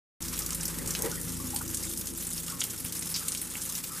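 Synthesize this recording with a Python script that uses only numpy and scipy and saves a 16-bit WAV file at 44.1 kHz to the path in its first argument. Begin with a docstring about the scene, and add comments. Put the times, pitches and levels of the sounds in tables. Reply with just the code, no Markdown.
"""Inside a frozen waterfall, meltwater runs and drips. Near drops smack on ice and burst into spray
over a dense patter and a thin hiss; now and then one plinks into a pool in the hollow behind the ice.
Slush crunches around the first second, and a few soft knocks sound on the ice. Underneath lies
a low rumble with a steady-pitched drone, like a far engine, that slowly fades."""
import sys
import numpy as np
from scipy import signal
from scipy.fft import rfft, irfft
from scipy.io import wavfile

SR = 44100
rng = np.random.default_rng(int(sys.argv[2]) if len(sys.argv) > 2 else 0)


def bounce(signal):
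    """Save signal as a 16-bit WAV file at the path given by the first command-line argument."""
    frames = np.transpose(np.atleast_2d(signal))
    limited = np.clip(frames, -1, 1)
    pcm = np.round(limited * 32767).astype(np.int16)
    wavfile.write(sys.argv[1], SR, pcm)


N = 176400
T = np.arange(N) / SR
SMACK_DECAY_S = 0.00068


def amp(db):
    """Decibels to gain."""
    return 10 ** (np.asarray(db) / 20)


def unit(x):
    """Scale to rms 1."""
    return x / np.sqrt(np.mean(x ** 2) + 1e-20)


def level(points, column=1):
    """Gain over time from rows of seconds and dB."""
    rows = np.array(points)
    return amp(np.interp(T, rows[:, 0], rows[:, column]))


def read(points, hz):
    """Interpolate a table on a log-frequency axis."""
    points_hz, values = np.transpose(points)
    return np.interp(np.log(hz + 1), np.log(points_hz + 1), values)


def colour(x, points):
    """Minimum-phase filter from rows of Hz and dB."""
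    log_gain = np.log(amp(read(points, np.fft.rfftfreq(4096, 1 / SR))))
    mirrored = np.r_[log_gain, log_gain[-2:0:-1]]
    response = np.exp(np.conj(signal.hilbert(mirrored)))
    taps = irfft(response[:len(log_gain)])
    return signal.oaconvolve(x, taps)[:len(x)]


def wander(rate_hz):
    """Slow random curve, rms 1."""
    hz = np.fft.rfftfreq(N, 1 / SR)
    return unit(irfft(rfft(rng.standard_normal(N)) * np.exp(-(hz / rate_hz) ** 2), N))


def add(mix, start_s, sound):
    """Mix a sound in at start_s."""
    part = mix[max(round(start_s * SR), 0):][:len(sound)]
    part += sound[:len(part)]


def stereo(mid, side):
    """Mid and side to left and right; width depends on frequency."""
    # Each row: frequency in Hz, side gain in dB.
    width = [(30, 9), (100, -5.5), (300, -3), (600, -3), (1200, -6.5), (2500, -37), (5000, -50),
             (7000, -61), (9500, -22.5), (13000, -9)]
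    side = irfft(rfft(side) * amp(read(width, np.fft.rfftfreq(N, 1 / SR))), N)
    return np.array([mid + side, mid - side])


def droplets(size, grain_db):
    """Dense tiny clicks of uneven strength, rms 1."""
    clicks, strength = rng.standard_normal((2, size))
    return unit(clicks * amp(grain_db * np.clip(strength, -2, 2)))


def patter(spots=14, drops_per_s=300, decay_s=0.0072, smack_gain=0.43, spread_db=3.5, colour_db=6):
    """Small drops land at random on many spots, each spot with its own colour."""
    # Each row: frequency in Hz, relative spectral density in dB.
    spectrum = [(500, -22), (900, -27.5), (2000, -23), (3200, -14.5), (4600, -10), (6300, -4.5), (8100, -1),
                (10000, -1), (12800, -4.5), (15000, -11)]
    # Each row: time in seconds, level in dB.
    levels = [(.2, -42.5), (.47, -43.5), (.77, -49), (1.1, -40.5), (1.45, -41), (1.9, -39.5), (2.3, -40),
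              (2.55, -39), (2.85, -40.5), (3.05, -37.5), (3.5, -41.5), (3.75, -37.5), (3.87, -43),
              (4, -40.5)]
    t = T[:1500]
    mid, side = np.zeros((2, N))
    fall = np.exp(-t / decay_s) + smack_gain * np.exp(-t / SMACK_DECAY_S)
    for _ in range(spots):
        tone = list(zip(np.geomspace(1500, 15000, num=12), colour_db * rng.standard_normal(12)))
        lands = rng.random(N) < drops_per_s / spots / SR
        hits = lands * amp(spread_db * np.minimum(rng.exponential(1, N), 2.4))
        envelope = np.sqrt(abs(signal.oaconvolve(hits ** 2, fall ** 2)[:N]))  # splashes add in power
        mid += unit(colour(envelope * droplets(N, grain_db=3), tone))
        side += envelope * rng.standard_normal(N)
    return level(levels) * stereo(unit(colour(mid, spectrum)), unit(colour(side, spectrum)))


def trickle(flicker_db=2.34, flicker_hz=45):
    """A film of running water fizzes unevenly."""
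    # Each row: frequency in Hz, relative spectral density in dB.
    spectrum = [(400, -30), (680, -11.5), (800, -0.5), (1050, 0), (1300, 2), (1650, 0.5), (1950, 0),
                (2400, -2), (4000, -3.5), (6000, -1), (8200, 2.5), (12000, 1), (15000, -2.5)]
    # Each row: time in seconds, level in dB.
    levels = [(.2, -42.5), (.45, -40), (.75, -40), (1.1, -43.5), (1.4, -44), (2.2, -46), (2.8, -44.5),
              (3.2, -43.5), (3.5, -44.5), (4, -43.5)]
    flow = level(levels) * amp(flicker_db * wander(flicker_hz))
    mid, side = [unit(colour(droplets(N, grain_db=4), spectrum)) for _ in range(2)]
    return flow * stereo(mid, side)


def rumble():
    """Dull, distant roar of low noise."""
    # Each row: frequency in Hz, relative spectral density in dB.
    spectrum = [(15, -25), (40, -18), (70, -11.5), (120, 1), (200, 2), (320, -3), (410, -8), (540, -9),
                (610, -15), (690, -35), (900, -17.5), (2000, -56.5)]
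    # Each row: time in seconds, level in dB.
    levels = [(.2, -47), (.6, -46.5), (.85, -44), (1.15, -44.5), (1.35, -47), (1.65, -46), (2, -46),
              (2.35, -49), (3.1, -48.5), (3.55, -51), (4, -49.5)]
    mid, side = [unit(colour(rng.standard_normal(N), spectrum)) for _ in range(2)]
    return level(levels) * stereo(mid, side)


def drone(beat_hz=27.95, flutter_hz=7, drift_rad_per_db=0.16, drift_hz=2, side_gain=0.37):
    """Partials of one slow beat, fluttering on their way through the air."""
    # Each row: time in seconds, then throb, hum and burr levels in dB.
    levels = [(.2, -46, -48, -49), (.55, -45, -44, -51.5), (1.1, -48.5, -43, -53),
              (1.35, -48, -42.5, -42.5), (1.55, -50, -53.5, -44.5), (2.1, -50, -57.5, -50.5),
              (2.42, -52, -45.5, -56), (2.7, -60, -53.5, -50.5), (3.1, -57, -48.5, -54),
              (3.6, -55.5, -57, -54), (4, -60.5, -53, -74)]
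    # Each row, in all three: multiple of beat_hz, relative level in dB, rms flutter in dB.
    throb = [(1, -19, 0.87), (2, -1.5, 0.45)]
    hum = [(6, -1.5, 1.06), (17, -23.5, 5), (19, -19.5, 1.6)]
    burr = [(3, -3.5, 0.8), (4, -9, 2.5), (7, -10, 1.7), (9, -4, 2.24), (10, -13, 5.5), (11, -13, 3.2),
            (12, -8, 4)]
    mid_side = np.zeros((2, N))
    for column, partials in enumerate((throb, hum, burr), start=1):
        gain = level(levels, column)
        for multiple, db, flutter_db in partials:
            phase = 2 * np.pi * (round(multiple) * beat_hz * T + rng.random())
            phase += drift_rad_per_db * flutter_db * wander(drift_hz)
            envelope = np.sqrt(2) * gain * amp(db + flutter_db * wander(flutter_hz))
            mid_side += envelope * np.array([np.sin(phase), side_gain * np.cos(phase)])
    return stereo(*mid_side)


def hollow(dry, paths=4, turn_hz=3, echo_db=-7.5, decay_s=0.017, gap_s=0.002):
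    """Short echoes between the ice walls; the paths crossfade, as if the drops changed place."""
    t, out = T[:6000], dry.copy()
    for k in range(paths):
        share = np.sqrt(2 / paths) * np.cos(np.pi * (turn_hz * T + k / paths))
        tail = rng.standard_normal(len(t)) * np.exp(-t / decay_s) * (t > gap_s)
        tail /= np.linalg.norm(tail)
        out += amp(echo_db) * signal.oaconvolve(dry * share, tail[None], axes=1)[:, :N]
    return out


def near_drops(smack_trim_db=-4, smack_over_spray_db=14, spray_trim_db=-3, spray_decay_s=0.0048,
               mist_db=-20, mist_decay_s=0.037, low_edge_hz=2050, grain_db=1.5):
    """Each drop smacks the ice; its spray lands within milliseconds and trails off as mist."""
    # Each row: start in seconds, smack peak in dB, spray in dB in each band; levels before trim and cap.
    drops = [(0.2249, -16, -58, -30.5, -37, -38), (0.2836, -17, -52, -27.5, -37, -33),
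             (0.3386, -30, -34.5, -30, -46, -50), (0.376, -16, -34.5, -39, -39, -30),
             (0.3908, -8, -40, -30, -24, -31), (0.4204, -21, -56, -27, -41, -41),
             (0.4629, -11, -48, -29.5, -31, -35), (0.5062, -13, -40.5, -35, -30, -43),
             (0.531, -18, -60, -29, -30, -52), (0.5472, -18, -37.5, -35, -22, -28),
             (0.6085, -26, -51, -25, -30, -47), (0.632, -15, -36, -39, -26, -40),
             (0.6532, -27, -50, -22.5, -28, -24), (0.6802, -16, -56, -31, -25, -38),
             (0.7865, -13, -45, -37, -31, -34), (0.8595, -25, -42, -35, -30, -38),
             (0.8741, -20, -49, -26.5, -22.5, -32), (0.906, -22, -54, -22.5, -25.5, -32),
             (0.9373, -18, -61, -28, -35, -43), (0.9509, -9.5, -28.5, -29, -38, -42),
             (0.9906, -19, -58, -34, -30, -43), (1.022, -6.5, -61, -36, -26, -33),
             (1.0614, -14.5, -41, -50, -33, -41), (1.1154, -13.5, -52, -33, -33, -43),
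             (1.2136, -9.5, -62, -36, -29.5, -34), (1.2937, -13, -46, -39, -37, -38),
             (1.5453, -26, -64, -38, -33, -26), (1.5624, -11, -35.5, -37, -22.5, -41),
             (1.6142, -25, -53, -44, -29, -33), (1.6777, -22, -49, -30.5, -34, -33),
             (1.7448, -16, -43.5, -29, -20, -33), (1.7715, -14, -47, -32, -24, -37),
             (1.8338, -20, -46, -34, -25.5, -35), (1.936, -13, -42, -38, -33, -38),
             (1.9743, -24, -53, -30, -27, -31), (2.0112, -16, -41, -31, -34, -32),
             (2.0716, -13, -40.5, -33, -34, -36), (2.176, -15, -65, -61, -32, -36),
             (2.2074, -28, -62, -32, -31, -35), (2.224, -21, -37, -39, -35, -27),
             (2.2682, -25, -50, -36, -22, -37), (2.3032, -26, -62, -45, -30, -33),
             (2.3333, -17, -67, -57, -22.5, -42), (2.3794, -17.5, -47, -27, -52, -39),
             (2.4004, -27, -51, -45, -34, -31), (2.4813, -18, -38.5, -39, -46.5, -44),
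             (2.6046, -15.5, -39, -24, -22, -75), (2.6162, -5, -30, -41, -47, -51),
             (2.6388, -14, -33.5, -34, -24.5, -26), (2.7843, -31, -51, -63, -33, -38),
             (2.849, -16, -33, -69, -30, -34), (2.9231, -19, -38, -31.5, -27, -32),
             (2.9507, -22, -41, -38, -31, -34), (2.9924, -21, -57, -43, -23, -50),
             (3.0246, -15.5, -45, -37, -57, -46), (3.1416, -19, -38, -23, -38, -39),
             (3.152, -21.5, -31, -26, -67, -56), (3.1617, -17, -32, -22.5, -28, -34),
             (3.2829, -8, -34.5, -28.5, -19, -32), (3.32, -14, -41, -27, -27, -48),
             (3.3494, -14.5, -34.5, -32.5, -29, -40), (3.3735, -19, -50, -26.5, -31, -35),
             (3.4156, -21, -36, -45, -21.5, -27.5), (3.5543, -15, -35.5, -70, -55, -40),
             (3.6177, -30, -53, -28, -28, -36), (3.652, -27, -40, -49, -25.5, -32),
             (3.6944, -17, -50, -32, -38, -28), (3.7523, -9.5, -35, -29, -33, -29),
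             (3.8386, -36, -34.5, -34, -32, -27)]
    # Each row: lower and upper edge in Hz.
    spray_bands = [(1800, 4200), (4200, 7300), (7300, 10800), (10800, 15000)]
    low_hz, high_hz = np.transpose(spray_bands)
    t = T[:3000]
    mid, side = np.zeros((2, N))
    envelope = np.exp(-t / spray_decay_s) + amp(mist_db) * np.exp(-t / mist_decay_s)
    envelope *= amp(spray_trim_db) * (1 - np.exp(-t / SMACK_DECAY_S))  # spray rises as the smack dies
    for start_s, peak_db, *band_db in drops:
        density_db = np.array(band_db) - 10 * np.log10((high_hz - low_hz) / (SR / 2))
        low_skirt = [(low_edge_hz / 2, density_db[0] - 18), (low_edge_hz, density_db[0] - 5)]
        tone = [*low_skirt, *zip((low_hz + high_hz) / 2, density_db)]
        smack = colour(rng.standard_normal(len(t)) * np.exp(-t / SMACK_DECAY_S), tone)
        smack_db = min(peak_db + smack_trim_db, max(band_db) + smack_over_spray_db)
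        add(mid, start_s, amp(smack_db) * smack / abs(smack).max())
        for channel in (mid, side):
            spray = colour(envelope * droplets(len(t), grain_db), tone)
            add(channel, start_s, spray)
    return stereo(mid, side)


def plinks(pitch_spread=0.078, rise_s=0.002):
    """Drops hit the pool; their bubbles ring as blurred bands of noise around each pitch."""
    # Each row: start in seconds, pitch in Hz, level in dB, decay time in seconds.
    bubbles = [(0.403, 1200, -51, 0.072), (0.791, 1940, -44.5, 0.018), (1.114, 1420, -42, 0.034),
               (1.171, 1890, -46.5, 0.031), (1.396, 1120, -48, 0.047), (1.53, 850, -40.5, 0.027),
               (1.556, 970, -45, 0.028), (1.61, 1250, -29.5, 0.0049), (1.841, 2090, -33.5, 0.0039),
               (2.482, 1330, -45, 0.041), (2.52, 1150, -45.5, 0.029), (2.618, 3180, -22.5, 0.004),
               (3.141, 4900, -32.5, 0.03), (3.203, 1270, -47.5, 0.055), (3.69, 1180, -51.5, .03),
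               (3.901, 1240, -45, 0.065), (3.958, 1610, -48, 0.039)]
    t, mid_side = T[:8192], np.zeros((2, N))
    hz = np.fft.rfftfreq(len(t), 1 / SR)
    for start_s, pitch_hz, db, decay_s in bubbles:
        half_width_hz = pitch_spread * pitch_hz + 1 / decay_s
        band = 1 / (1 + ((hz - pitch_hz) / half_width_hz) ** 4)
        envelope = amp(db) * (1 - np.exp(-t / rise_s)) * np.exp(-t / decay_s)
        for channel in mid_side:
            ring = unit(irfft(rfft(rng.standard_normal(len(t))) * band))
            add(channel, start_s, envelope * ring)
    return stereo(*mid_side)


def slush():
    """Slush crunches in short, gritty swells."""
    # Each row: start in seconds, length in seconds, level in dB.
    crunches = [(0.774, 0.16, -46.5), (0.959, 0.086, -40.5), (1.021, .07, -33), (1.055, 0.075, -43)]
    # Each row: frequency in Hz, relative spectral density in dB.
    spectrum = [(150, -18), (330, 2), (400, 6), (480, 6), (580, -2.5), (680, -20), (820, -3), (1250, -12),
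                (1550, -12), (1950, -8.5), (2600, -21), (6000, -24)]
    mid_side = np.zeros((2, N))
    for start_s, length_s, db in crunches:
        swell = np.sin(np.pi * np.clip((T - start_s) / length_s, 0, 1))
        for channel in mid_side:
            channel += amp(db) * swell * unit(colour(droplets(N, grain_db=6), spectrum))
    return stereo(*mid_side)


def knocks(decay_s=0.0041):
    """Soft knocks on the ice, each one low damped tone, centred."""
    # Each row: start in seconds, pitch in Hz, level in dB.
    hits = [(0.866, 115, -27), (1.038, 150, -28), (1.442, 190, -33), (2.847, 106, -30), (3.439, 130, -38)]
    t, out = T[:4000], np.zeros(N)
    for start_s, pitch_hz, db in hits:
        add(out, start_s, amp(db) * np.sin(2 * np.pi * pitch_hz * t) * np.exp(-t / decay_s))
    return out


def scene(tilt_db=1):
    """Water in front; rumble and drone slightly left."""
    low = (rumble() + drone()) * amp([[tilt_db], [-tilt_db]])
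    return hollow(near_drops() + patter()) + trickle() + plinks() + slush() + knocks() + low


def record(dry, start_s=0.206, cutoff_hz=15050):
    """Cut in after a short silence; steep low-pass."""
    lowpass = signal.firwin(511, cutoff_hz, window=("kaiser", 9), fs=SR)
    return signal.oaconvolve(dry * (T >= start_s), lowpass[None], "same")


dry = scene()
out = record(dry)
bounce(out)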